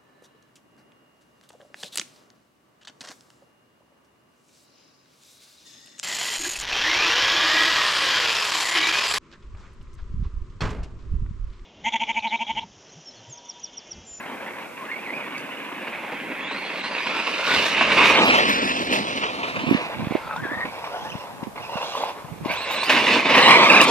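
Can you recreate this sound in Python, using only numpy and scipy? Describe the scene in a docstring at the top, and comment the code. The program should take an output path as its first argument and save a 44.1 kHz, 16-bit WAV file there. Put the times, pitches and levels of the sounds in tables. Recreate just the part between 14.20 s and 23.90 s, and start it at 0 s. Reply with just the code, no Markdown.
"""Toy truck on a gravel yard

A remote-controlled toy truck laps a gravel yard, passes close to a hand-held phone, turns on grass and comes back.
Tyres crunch stones as filtered cracks and noise; bumps knock the plastic body and set off a dying rattle.
Gear whines and rough sliding bands are wavering tones; clicks and faint high hiss are short rings in noise.
Light wind rumbles and puffs on the two microphones, and the hand round them colours their sound."""
import sys
import numpy as np
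from scipy import signal
from scipy.fft import rfft, irfft, next_fast_len
from scipy.io import wavfile
from scipy.ndimage import uniform_filter1d

SR = 44100
rng = np.random.default_rng(int(sys.argv[2]) if len(sys.argv) > 2 else 0)


def inscribe(sig):
    """Save sig as 16-bit PCM at rate SR to the path in sys.argv[1].

    A 1-D sig is mono; a 2-D sig holds one channel per row.
    Samples are clipped to [-1, 1] before scaling.
    """
    pcm = np.round(np.clip(np.atleast_2d(sig).T, -1, 1) * 32767)
    wavfile.write(sys.argv[1], SR, pcm.astype(np.int16))


def invert_db(level):
    """Linear amplitude ratio for a level in decibels (20 dB per decade), elementwise."""
    return 10 ** (np.asarray(level, dtype=float) / 20)


N = 427769

# spectrum of grit, for tyres and rattles: f/Hz, relative density/dB per Hz
GRIT_SPECTRUM = [(40, -61), (100, -71), (180, -3), (270, 2), (370, -5.5), (520, 2.5), (760, 1), (1000, 3.5),
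                 (2600, -1.5), (4000, -10.5), (7000, -27.5), (9000, -33), (12000, -36.5), (15000, -47)]


def evened(x):
    """Scales to rms 1."""
    return x / np.sqrt(np.mean(x ** 2) + 1e-20)


def read(points, hz):
    """Reads a spectrum on a log-frequency axis."""
    f, value = np.transpose(points)
    return np.interp(np.log(hz + 1), np.log(f + 1), value)


def add(mix, s, sound):
    """Mixes a sound in at time s."""
    part = mix[..., round(s * SR):][..., :sound.shape[-1]]
    part += sound[..., :part.shape[-1]]


def band(x, lo_hz, hi_hz):
    """Band-pass."""
    return signal.sosfilt(signal.butter(2, [lo_hz, hi_hz], "band", fs=SR, output="sos"), x)


def drift(shape, span):
    """Slow random wander of rms 1, smoothed twice over span samples."""
    return evened(uniform_filter1d(uniform_filter1d(rng.standard_normal(shape), span), span))


def spectra(x):
    """Short-time spectra: frequencies, times, complex values."""
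    return signal.stft(x, SR, nperseg=512, noverlap=384)


def air(same=0.057):
    """Far country murmur and microphone hiss: shaped noise, nearly unrelated in the two ports."""
    # spectrum of the open air: f/Hz, relative density/dB per Hz
    murmur = [(18, -50), (30, -20), (147, -8), (460, -3), (928, -2.5), (1340, -8.5), (1600, -12),
              (4900, -21.5), (13900, -23), (15000, -35)]
    noise = rng.standard_normal((3, N))
    noise = noise[:2] + same * noise[2]
    size = next_fast_len(N)
    f = np.fft.rfftfreq(size, 1 / SR)
    shaped = irfft(rfft(noise, size) * invert_db(read(murmur, f)), size)[:, :N]
    return invert_db(-44.5) * evened(shaped)


def buffet():
    """Very low pressure swings of the breeze: low-band noise, unrelated in the two ports."""
    # slow buffeting on the microphones: t/s, level/dB
    swells = [(0, -62), (3.15, -76), (3.38, -38), (3.48, -59), (3.73, -41.5), (5.3, -52), (6.18, -50),
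              (6.5, -54), (7.94, -58), (8.11, -48), (8.45, -53), (9.7, -54)]
    s, db = np.transpose(swells)
    noise = band(rng.standard_normal((2, N)), 54, 180)
    return evened(noise) * invert_db(np.interp(np.arange(N) / SR, s, db))


def wind(lumpy_db=4, swing_db=5):
    """Lumpy low rumble, unrelated in the two ports, and single dying puffs of air."""
    # breeze on the ports: t/s, rumble level before swing and lean/dB
    breeze = [(5.3, -57), (5.39, -34), (5.7, -48), (5.83, -28.5), (5.97, -61), (6.21, -37), (6.5, -49),
              (6.94, -50), (7.4, -46), (8.05, -61), (8.3, -40), (8.35, -47)]
    # puffs on a port: t/s, peak averaged over the ports/dB, f/Hz, left re right/dB, length/cycles
    gusts = [(5.437, -19, 267, -9, 2), (5.468, -20, 223, -23, 0.9), (5.476, -19, 196, -23, 1.2),
             (5.489, -16, 275, -22, 1.2), (5.511, -5, 280, -34, 1.3), (5.525, -11, 261, 6, 1.4),
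             (5.547, -9.5, 245, -26, 1.3), (5.793, -24, 269, 5, 2.7), (5.87, -13, 181, -10, 0.52),
             (5.908, -16.5, 240, -22, 0.92), (5.922, -15, 382, -25, 0.6), (5.951, -10, 327, -36, 1.5),
             (6.252, -24, 345, -21, 1.9), (6.314, -25, 300, -26, 2), (6.952, -20, 155, 13, 0.53),
             (7.228, -22.5, 240, 27, 1.06), (7.27, -23.5, 263, -28, 0.88), (7.555, -24, 192, -23, 0.9),
             (8.043, -33, 149, 24, 1.4), (8.115, -29, 135, -13, 1.4), (8.221, -28, 145, 9, 1.3),
             (8.258, -17, 304, 21, 1.1), (8.299, -28, 215, 21, 1.1)]
    s, db = np.transpose(breeze)
    level = np.interp(np.arange(N) / SR, s, db, -90, -90)
    level = level + swing_db * drift((2, N), 3000) + [[-3], [2.5]]  # leans to the right port
    lumps = invert_db(lumpy_db * drift((2, N), 600))
    mix = evened(band(rng.standard_normal((2, N)), 100, 265) * lumps) * invert_db(level)
    for s, db, hz, pan_db, cycles in gusts:
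        cycles = max(cycles, .5)
        u = np.arange(int(cycles * 3 / hz * SR)) / SR * hz  # time in cycles
        puff = np.sin(2 * np.pi * u) * u * np.exp(-2.5 * u / cycles)
        gains = invert_db([pan_db / 2, -pan_db / 2])
        add(mix, s, np.outer(2 * gains / gains.sum(), invert_db(db) * puff / abs(puff).max()))
    return mix


def clicks_and_hiss():
    """Clicks and faint swells of very high hiss: a short dying ring inside a band of noise."""
    # short sounds, levels ahead of the ports: t/s, peak level/dB, f/Hz, t60/s
    shorts = [(1.1794, -28, 4720, .02), (3.845, -32, 13500, .03), (4.05, -28, 12500, .06),
              (4.175, -34, 13000, .05), (4.29, -31, 13000, .05), (6.163, -30, 3600, .02),
              (7.181, -31, 1300, .02), (7.236, -32, 2200, .025), (7.82, -40, 13500, .03),
              (8.41, -40, 13500, .04), (9.6135, -3, 5000, .018)]
    mix, t = np.zeros(N), np.arange(3000) / SR
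    for s, db, hz, t60 in shorts:
        noise = evened(band(rng.standard_normal(len(t)), .75 * hz, min(1.8 * hz, 15000)))
        decay = invert_db(-60 * t / max(t60, .005))
        attack = np.minimum(t / (.07 * t60), 1)
        ring = (np.sin(2 * np.pi * hz * t) + noise) * decay * attack
        add(mix, s, invert_db(db) * ring / abs(ring).max())
    return mix


def whines(flutter_db=2.5, rasp=.55, slip=.7, lost_db=-10, grip=.7, slide_db=-.25, snatch=1.6, snatch_hz=27):
    """Gear whines and rough sliding bands, as tones that warble, sag at random and rasp."""
    # one table a tone or band; several may sound together. The last two stand for rough, sliding bands
    # of tyre noise coloured by a ground echo. Levels before flutter: t/s, f/Hz, level/dB
    tones = [
        [(.54, 959, -57), (.625, 1090, -33), (.665, 1300, -36), (.71, 1983, -29), (.78, 2386, -40),
         (.84, 2620, -41), (.89, 1960, -28), (.955, 2450, -38), (1.12, 2260, -51), (1.16, 2263, -33),
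         (1.2, 2410, -60), (1.4, 2890, -41)],
        [(2.2, 3150, -43), (2.4, 4400, -45), (2.46, 4160, -43), (2.51, 4620, -54), (2.62, 3800, -37),
         (2.72, 4700, -45), (3.12, 5050, -52)],
        [(2.9, 1348, -29), (3.13, 1354, -33.5), (3.27, 1442, -24.5), (3.334, 1475, -18.5), (3.4, 1540, -29)],
        [(5.92, 1352, -44), (6.15, 1285, -27.5), (6.232, 1810, -29.5), (6.27, 1576, -30), (6.344, 1818, -31.5),
         (6.43, 1884, -28.5), (6.455, 1900, -40)],
        [(6.47, 2220, -42), (6.57, 2300, -49), (6.64, 2830, -58), (6.8, 3070, -40.5), (6.85, 3430, -50),
         (6.885, 2930, -39), (7.03, 2850, -53)],
        [(6.5, 5200, -57), (6.76, 5450, -54), (7.03, 5580, -59)],
        [(6.7, 653, -48), (6.73, 705, -30.5), (6.8, 709, -41), (6.86, 867, -36), (6.94, 850, -58)],
        [(7.36, 1700, -45), (7.425, 2850, -44), (7.47, 2480, -48), (7.52, 2970, -45), (7.6, 2674, -38.5),
         (7.69, 3570, -44), (7.74, 2870, -37.5), (7.8, 3500, -38), (7.84, 3000, -48), (7.92, 2500, -57)],
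        [(8.27, 1980, -36), (8.328, 2500, -31), (8.36, 3400, -33), (8.38, 3900, -36), (8.405, 3800, -40),
         (8.425, 4250, -35), (8.477, 3500, -35), (8.497, 3950, -40), (8.518, 3550, -33), (8.555, 4200, -35),
         (8.582, 3600, -30), (8.612, 4220, -29), (8.64, 4500, -35), (8.69, 5050, -34)],
        [(9.2, 3700, -41), (9.235, 3970, -22), (9.33, 3990, -29), (9.38, 3700, -48), (9.45, 3500, -46),
         (9.55, 3693, -47), (9.62, 3600, -26), (9.7, 3480, -38)],
        [(9.2, 2144, -35), (9.3, 2055, -21), (9.45, 2320, -24), (9.59, 2450, -15.5), (9.7, 2250, -33)],
    ]
    # for each tone: lower neighbour re main tone/dB, octave re main tone/dB, scale of the pitch wobble/share
    strands = [(-16, -24, 0.02), (-7, -20, 0.0108), (-18, -48, 0.0071), (-10.5, -23, 0.011),
               (-23.5, -14, 0.0244), (-25, -40, 0.023), (-29, -4.5, 0.02), (-13, -10, 0.0225),
               (-4.5, -12, 0.01184), (-13, -16, 0.04), (-3.5, -41, 0.042)]
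    mix = np.zeros(N)
    for rows, (pair_db, octave_db, wobble) in zip(tones, strands):
        s, hz, db = np.transpose(rows)
        t = np.arange(s[0], s[-1], 1 / SR)
        warble = snatch * np.sin(2 * np.pi * snatch_hz * t + drift(len(t), 3000))
        waver = wobble * (drift(len(t), 200) + slip * drift(len(t), 600) + warble)
        turns = np.cumsum(np.interp(t, s, hz) * (1 + waver)) / SR
        loose = np.clip(2 * (drift(len(t), 350) - grip), 0, 1)  # 1 = fully sagged
        shake = invert_db(flutter_db * drift(len(t), 500) + lost_db * loose)
        shake *= 1 + rasp * drift(len(t), 70)
        slide = abs(np.gradient(np.interp(t, s, np.log2(hz)), t))  # octaves a second
        shake *= invert_db(slide_db * slide)  # fainter while the pitch slides
        orders = (.665, pair_db), (1, 0), (2, octave_db)  # (pitch ratio, dB)
        tone = sum(invert_db(d) * np.sin(2 * np.pi * k * turns) for k, d in orders)
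        fade = signal.windows.tukey(len(t), .06)
        add(mix, s[0], tone * shake * invert_db(np.interp(t, s, db)) * fade)
    return np.sqrt(2) * mix


def bumps(cycles=0.77, rattle_t60_s=0.13):
    """Each bump is a dead plastic knock, dying within a few cycles, and a short dying rattle."""
    # wheels hitting stones and ruts, levels ahead of the ports:
    # t/s, knock peak/dB, knock f/Hz, rattle setting re knock/dB, rattle tilt/dB per octave
    hits = [(0.383, -26, 1080, 0, -2), (1.677, -17.5, 1590, -14, 2), (1.92, -22, 2160, 2, -3.5),
            (2.31, -24, 2300, 4.5, -1), (2.559, -17, 2300, -15, 5), (3.191, -22.5, 2400, 4.5, -2),
            (3.61, -4, 1450, -4, -0.5), (4.726, -7, 2750, -8.5, 6.5), (4.877, -29, 2550, 5, 4),
            (5.035, -14.5, 2550, 3, 0), (5.232, -17, 2400, 3, -1), (5.391, -26.5, 2000, 6.5, 1.5),
            (5.5, -29, 2400, -5, 13), (5.953, -11, 610, -23, -15), (6.162, -18, 942, -22, 5),
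            (6.451, -33.5, 902, 14.5, -3), (6.641, -17.5, 960, -8.5, 2), (6.842, -27, 837, -12, 11),
            (7.18, -32, 1200, -3, -11), (7.233, -29, 900, -9, 2), (7.357, -33.5, 690, 6, -1),
            (7.629, -16, 990, -20, 8), (7.752, -16, 1020, -17, 11), (7.836, -10, 835, -15.5, 1),
            (7.857, -20, 953, -20, -5), (7.887, -22.5, 795, -7, 6), (8.249, -22, 1030, -7, 8),
            (8.311, -18, 2420, -9.5, 13), (8.509, -16, 990, -7.5, 22), (8.631, -12.5, 1080, -4.5, 7),
            (8.695, -9, 2610, 4.5, 4), (8.959, -11, 1200, 2, -5), (9.151, -9, 1510, 1.5, 3.5),
            (9.278, -1, 1020, -6.5, 5)]
    mix, t = np.zeros(N), np.arange(6000) / SR
    f = np.fft.rfftfreq(len(t), 1 / SR)
    for (s, db, hz, rattle_db, tilt_db), noise in zip(hits, rng.standard_normal((len(hits), len(t)))):
        knock = np.sin(2 * np.pi * hz * t) * hz * t * np.exp(-hz * t / cycles)
        colour = invert_db(read(GRIT_SPECTRUM, f) + tilt_db * np.log2((f + 200) / 1000))
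        rattle = evened(irfft(rfft(noise) * colour, len(t))) / 2
        rattle = rattle * invert_db(rattle_db - 60 * t / rattle_t60_s) * np.minimum(t / 0.0021, 1)
        add(mix, s, invert_db(db) * (knock / abs(knock).max() + rattle))
    return mix


def tyres(stones_per_s=2500, spread_db=3.0, rush=0.99, judder_db=1.5, patchy_db=2.0, lurch_db=0.85):
    """Stones crack at random under the tyres over a dense rush; returns short-time spectra."""
    # where rumble, body, crunch and hiss hand over: f/Hz
    split_hz = (400, 1400, 3300)
    # colour of the ground under the wheels:
    # t/s, crunch re body knock/dB, stone hiss re loudness/dB, ground rumble re loudness/dB
    ground = [(0, -1, -27, -6.5), (2.1, 5, -28, -7.5), (2.4, 6, -16, -9), (3.3, 3, -4.5, -12),
              (3.83, 3.5, -13, -13), (4.05, -2, -12, -11.5), (4.3, 4, -7, -6), (4.7, -2.5, -3.5, -0.5),
              (5.1, -0.5, -9.5, -7), (5.7, -3, -16.5, -12.5), (6.2, -11.5, -18.5, -36),
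              (7.0, -21, -15, -22), (7.3, -19, -20.5, -26), (7.7, -29, -6, -28), (8.2, -8, -22, -7),
              (8.35, -4.5, -8.5, -22.5), (8.9, 4.5, -8.5, -9), (9.3, 1, -11.5, -11), (9.7, -11.5, -6.5, -6)]
    # loudness as the truck nears, leaves, slows and speeds up, ahead of the ports: t/s, level/dB
    roll = [(0, -36), (.23, -35.5), (.55, -40.5), (.72, -36.5), (1.12, -33.5), (1.4, -35), (3.28, -27),
            (3.34, -20.5), (3.53, -24), (3.84, -13.5), (4.1, -15.5), (4.69, -30.5), (4.74, -22.5),
            (4.81, -28), (5.46, -30.5), (5.52, -25.5), (5.81, -35.5), (5.95, -30.5), (6.01, -35.5),
            (6.2, -34.5), (6.6, -34.5), (7.03, -34.5), (7.1, -37), (7.34, -45.5), (7.38, -36),
            (7.62, -29.5), (7.71, -32), (7.83, -27.5), (7.93, -36), (8.22, -49.5), (8.27, -31.5),
            (8.68, -26), (8.71, -17.5), (8.91, -19.5), (9.05, -22), (9.16, -14), (9.31, -11.5),
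            (9.7, -16.5)]
    size = invert_db(spread_db * np.minimum(rng.exponential(1, N), 5)) * rng.choice([-1., 1.], N)
    cracks = size * (rng.random(N) < stones_per_s / SR)
    drive = evened(cracks) + rush * rng.standard_normal(N)
    drive = drive * invert_db(judder_db * drift(N, 500))  # the chassis bounces
    hz, t, z = spectra(evened(drive))
    s, *columns = np.transpose(ground)
    crunch_db, hiss_db, rumble_db = (np.interp(t, s, c) for c in columns)
    body = 1 / np.sqrt(1 + invert_db(crunch_db) ** 2)  # knock and crunch share the loudness
    shares = [invert_db(rumble_db), body, body * invert_db(crunch_db), invert_db(hiss_db)]
    above = [1, *(1 / (1 + (f / (hz + 1)) ** 6) for f in split_hz), 0]
    edges = (120, *split_hz, 7500)
    grit = invert_db(read(GRIT_SPECTRUM, hz))
    level = 0
    for k, share in enumerate(shares):
        inside = (hz > edges[k]) & (hz < edges[k + 1])
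        colour = (above[k] - above[k + 1]) * grit / np.sqrt(np.mean(inside * grit ** 2))
        lurch = invert_db(lurch_db * drift(len(t), 16))  # each part comes and goes over uneven ground
        level = level + np.outer(colour, share * lurch)
    patches = uniform_filter1d(rng.standard_normal(z.shape), 3, 0)
    patches = evened(uniform_filter1d(patches, 14, 1))
    return z * level * invert_db(np.interp(t, *np.transpose(roll)) + patchy_db * patches)


def slap(z, low_hz=900, high_hz=4500):
    """The sound and its short echo comb the middle of the spectrum."""
    # echo off a hard surface while the truck is close: t/s, delay/ms, mid-band strength/0-1
    surface = [(3.6, .8, 0), (3.85, .82, .3), (4.05, .9, 0), (9.05, 1.05, 0), (9.25, 1.0, .65),
               (9.4, .92, .55), (9.56, .81, .65), (9.7, .9, .55)]
    hz, t = np.fft.rfftfreq(512, 1 / SR), np.arange(z.shape[1]) * 128 / SR
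    s, delay_ms, strength = np.transpose(surface)
    strength = np.clip(np.interp(t, s, strength), 0, 1)
    edges = (1 + (low_hz / (hz + 1)) ** 4) * (1 + (hz / high_hz) ** 4)
    strength = strength / edges[:, None]
    late = np.exp(-2j * np.pi * np.outer(hz, np.interp(t, s, delay_ms)) / 1000)
    return z * (1 + strength * late) / np.sqrt(1 + strength ** 2)


def ports(z, scatter_db=-14, unlike_hz=3000):
    """Two microphones: delay by bearing, colour of the hand, and scattered sound that differs between them."""
    # bearing of the truck:
    # t/s, left lead before the factors below/ms, depth of the hand's colour/0-1, factor on its frequencies
    bearing = [(0, 0.068, 0.6, .94), (1.5, 0.08, .85, 1.05), (2.0, -0.036, 0.78, .94),
               (3.3, -0.043, 1, 1.066), (3.901, -.016, 1, 1.06), (4.15, 0.33, 0.65, 1.14),
               (4.35, 0.42, 0.3, 1.04), (5.0, 0.38, .7, 1.15), (5.4, 0.28, 0.98, 1.07),
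               (6.0, 0.017, 1, 0.97), (6.4, .12, 0.86, 0.987), (7.3, .13, 1, 1), (9.0, 0.017, 1, 1.05),
               (9.4, .11, 0.96, 1.055), (9.7, 0.046, 0.87, 1.11)]
    # humps and dips of each microphone in the hand: f/Hz, width/Hz, level at full depth/dB
    left_port = [(970, 250, 1), (1360, 184, -6.5), (2170, 1200, 1), (2450, 110, 3), (3260, 4400, -2),
                 (13060, 1800, 6)]
    right_port = [(724, 30, -29), (1260, 163, -15.5), (1707, 380, -8.5), (2550, 1500, 5.5),
                  (3067, 205, -14), (3700, 320, 1), (4750, 680, -2), (5040, 980, 3.5)]
    hz, t = np.fft.rfftfreq(512, 1 / SR), np.arange(z.shape[1]) * 128 / SR
    s, *columns = np.transpose(bearing)
    lead_ms, depth, stretch = (np.interp(t, s, c) for c in columns)
    # scatter grows with frequency and with the depth of the hand's colour
    scattered = invert_db(scatter_db) * np.outer(1 + hz / unlike_hz, .15 + depth)
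    smear = abs(uniform_filter1d(abs(z) ** 2, 12, 1, origin=5)) ** .5  # echoes trail behind
    out = []
    for side, port in ((0.76, left_port), (-1.153, right_port)):  # side: half-leads, + early, - late
        db = sum(d * np.exp(-2 * ((hz[:, None] / stretch - f) / w) ** 2) for f, w, d in port)
        echo = 2 * scattered * smear * np.exp(2j * np.pi * rng.random(z.shape))
        direct = z * np.exp(side * 1j * np.pi * np.outer(hz, lead_ms) / 1000)
        out.append((direct + echo) * invert_db(depth * db) / np.sqrt(1 + scattered ** 2))
    return signal.istft(np.array(out), SR, nperseg=512, noverlap=384)[1][:, :N]


def scene():
    """Truck through the two ports, plus wind and air."""
    others = spectra(bumps() + whines() + clicks_and_hiss())[2]
    truck = slap(tyres()) + others  # slap() takes the tyres alone
    return ports(truck) + wind() + air()


def treble_gate(x, from_hz=7000, below_db=-17, follow=0.73, knee_db=-66):
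    """Faint treble drops out in patches, below a limit that rises with the upper middle."""
    hz, t, z = signal.stft(x, SR, nperseg=2048, noverlap=1024)
    power_db = 10 * np.log10(uniform_filter1d(abs(z) ** 2, 15, 1) + 1e-20)
    middle = (abs(z[:, (hz > 3000) & (hz < from_hz)]) ** 2).mean(1)
    loud_db = 10 * np.log10(uniform_filter1d(middle, size=3, axis=1) + 1e-20)
    limit_db = knee_db + below_db + follow * (loud_db - knee_db)
    keep = (power_db > limit_db[:, None]) | (hz < from_hz)[:, None]
    return signal.istft(z * keep, SR, nperseg=2048, noverlap=1024)[1][:, :N]


def roll_off(x):
    """The treble ends steeply here."""
    return signal.sosfilt(signal.butter(12, 15380, fs=SR, output="sos"), x)


def record(dry, bass_hz=100, knee=1.2):
    """The loudest peaks round off, the microphones lose deep bass, buffeting joins and the input overloads."""
    rounded = knee * np.tanh(dry / knee)
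    thin = signal.sosfilt(signal.butter(2, bass_hz, "high", fs=SR, output="sos"), rounded)
    mix = treble_gate(np.clip(thin + buffet(), -1, 1))
    return roll_off(mix)


dry = scene()
out = record(dry)
inscribe(out)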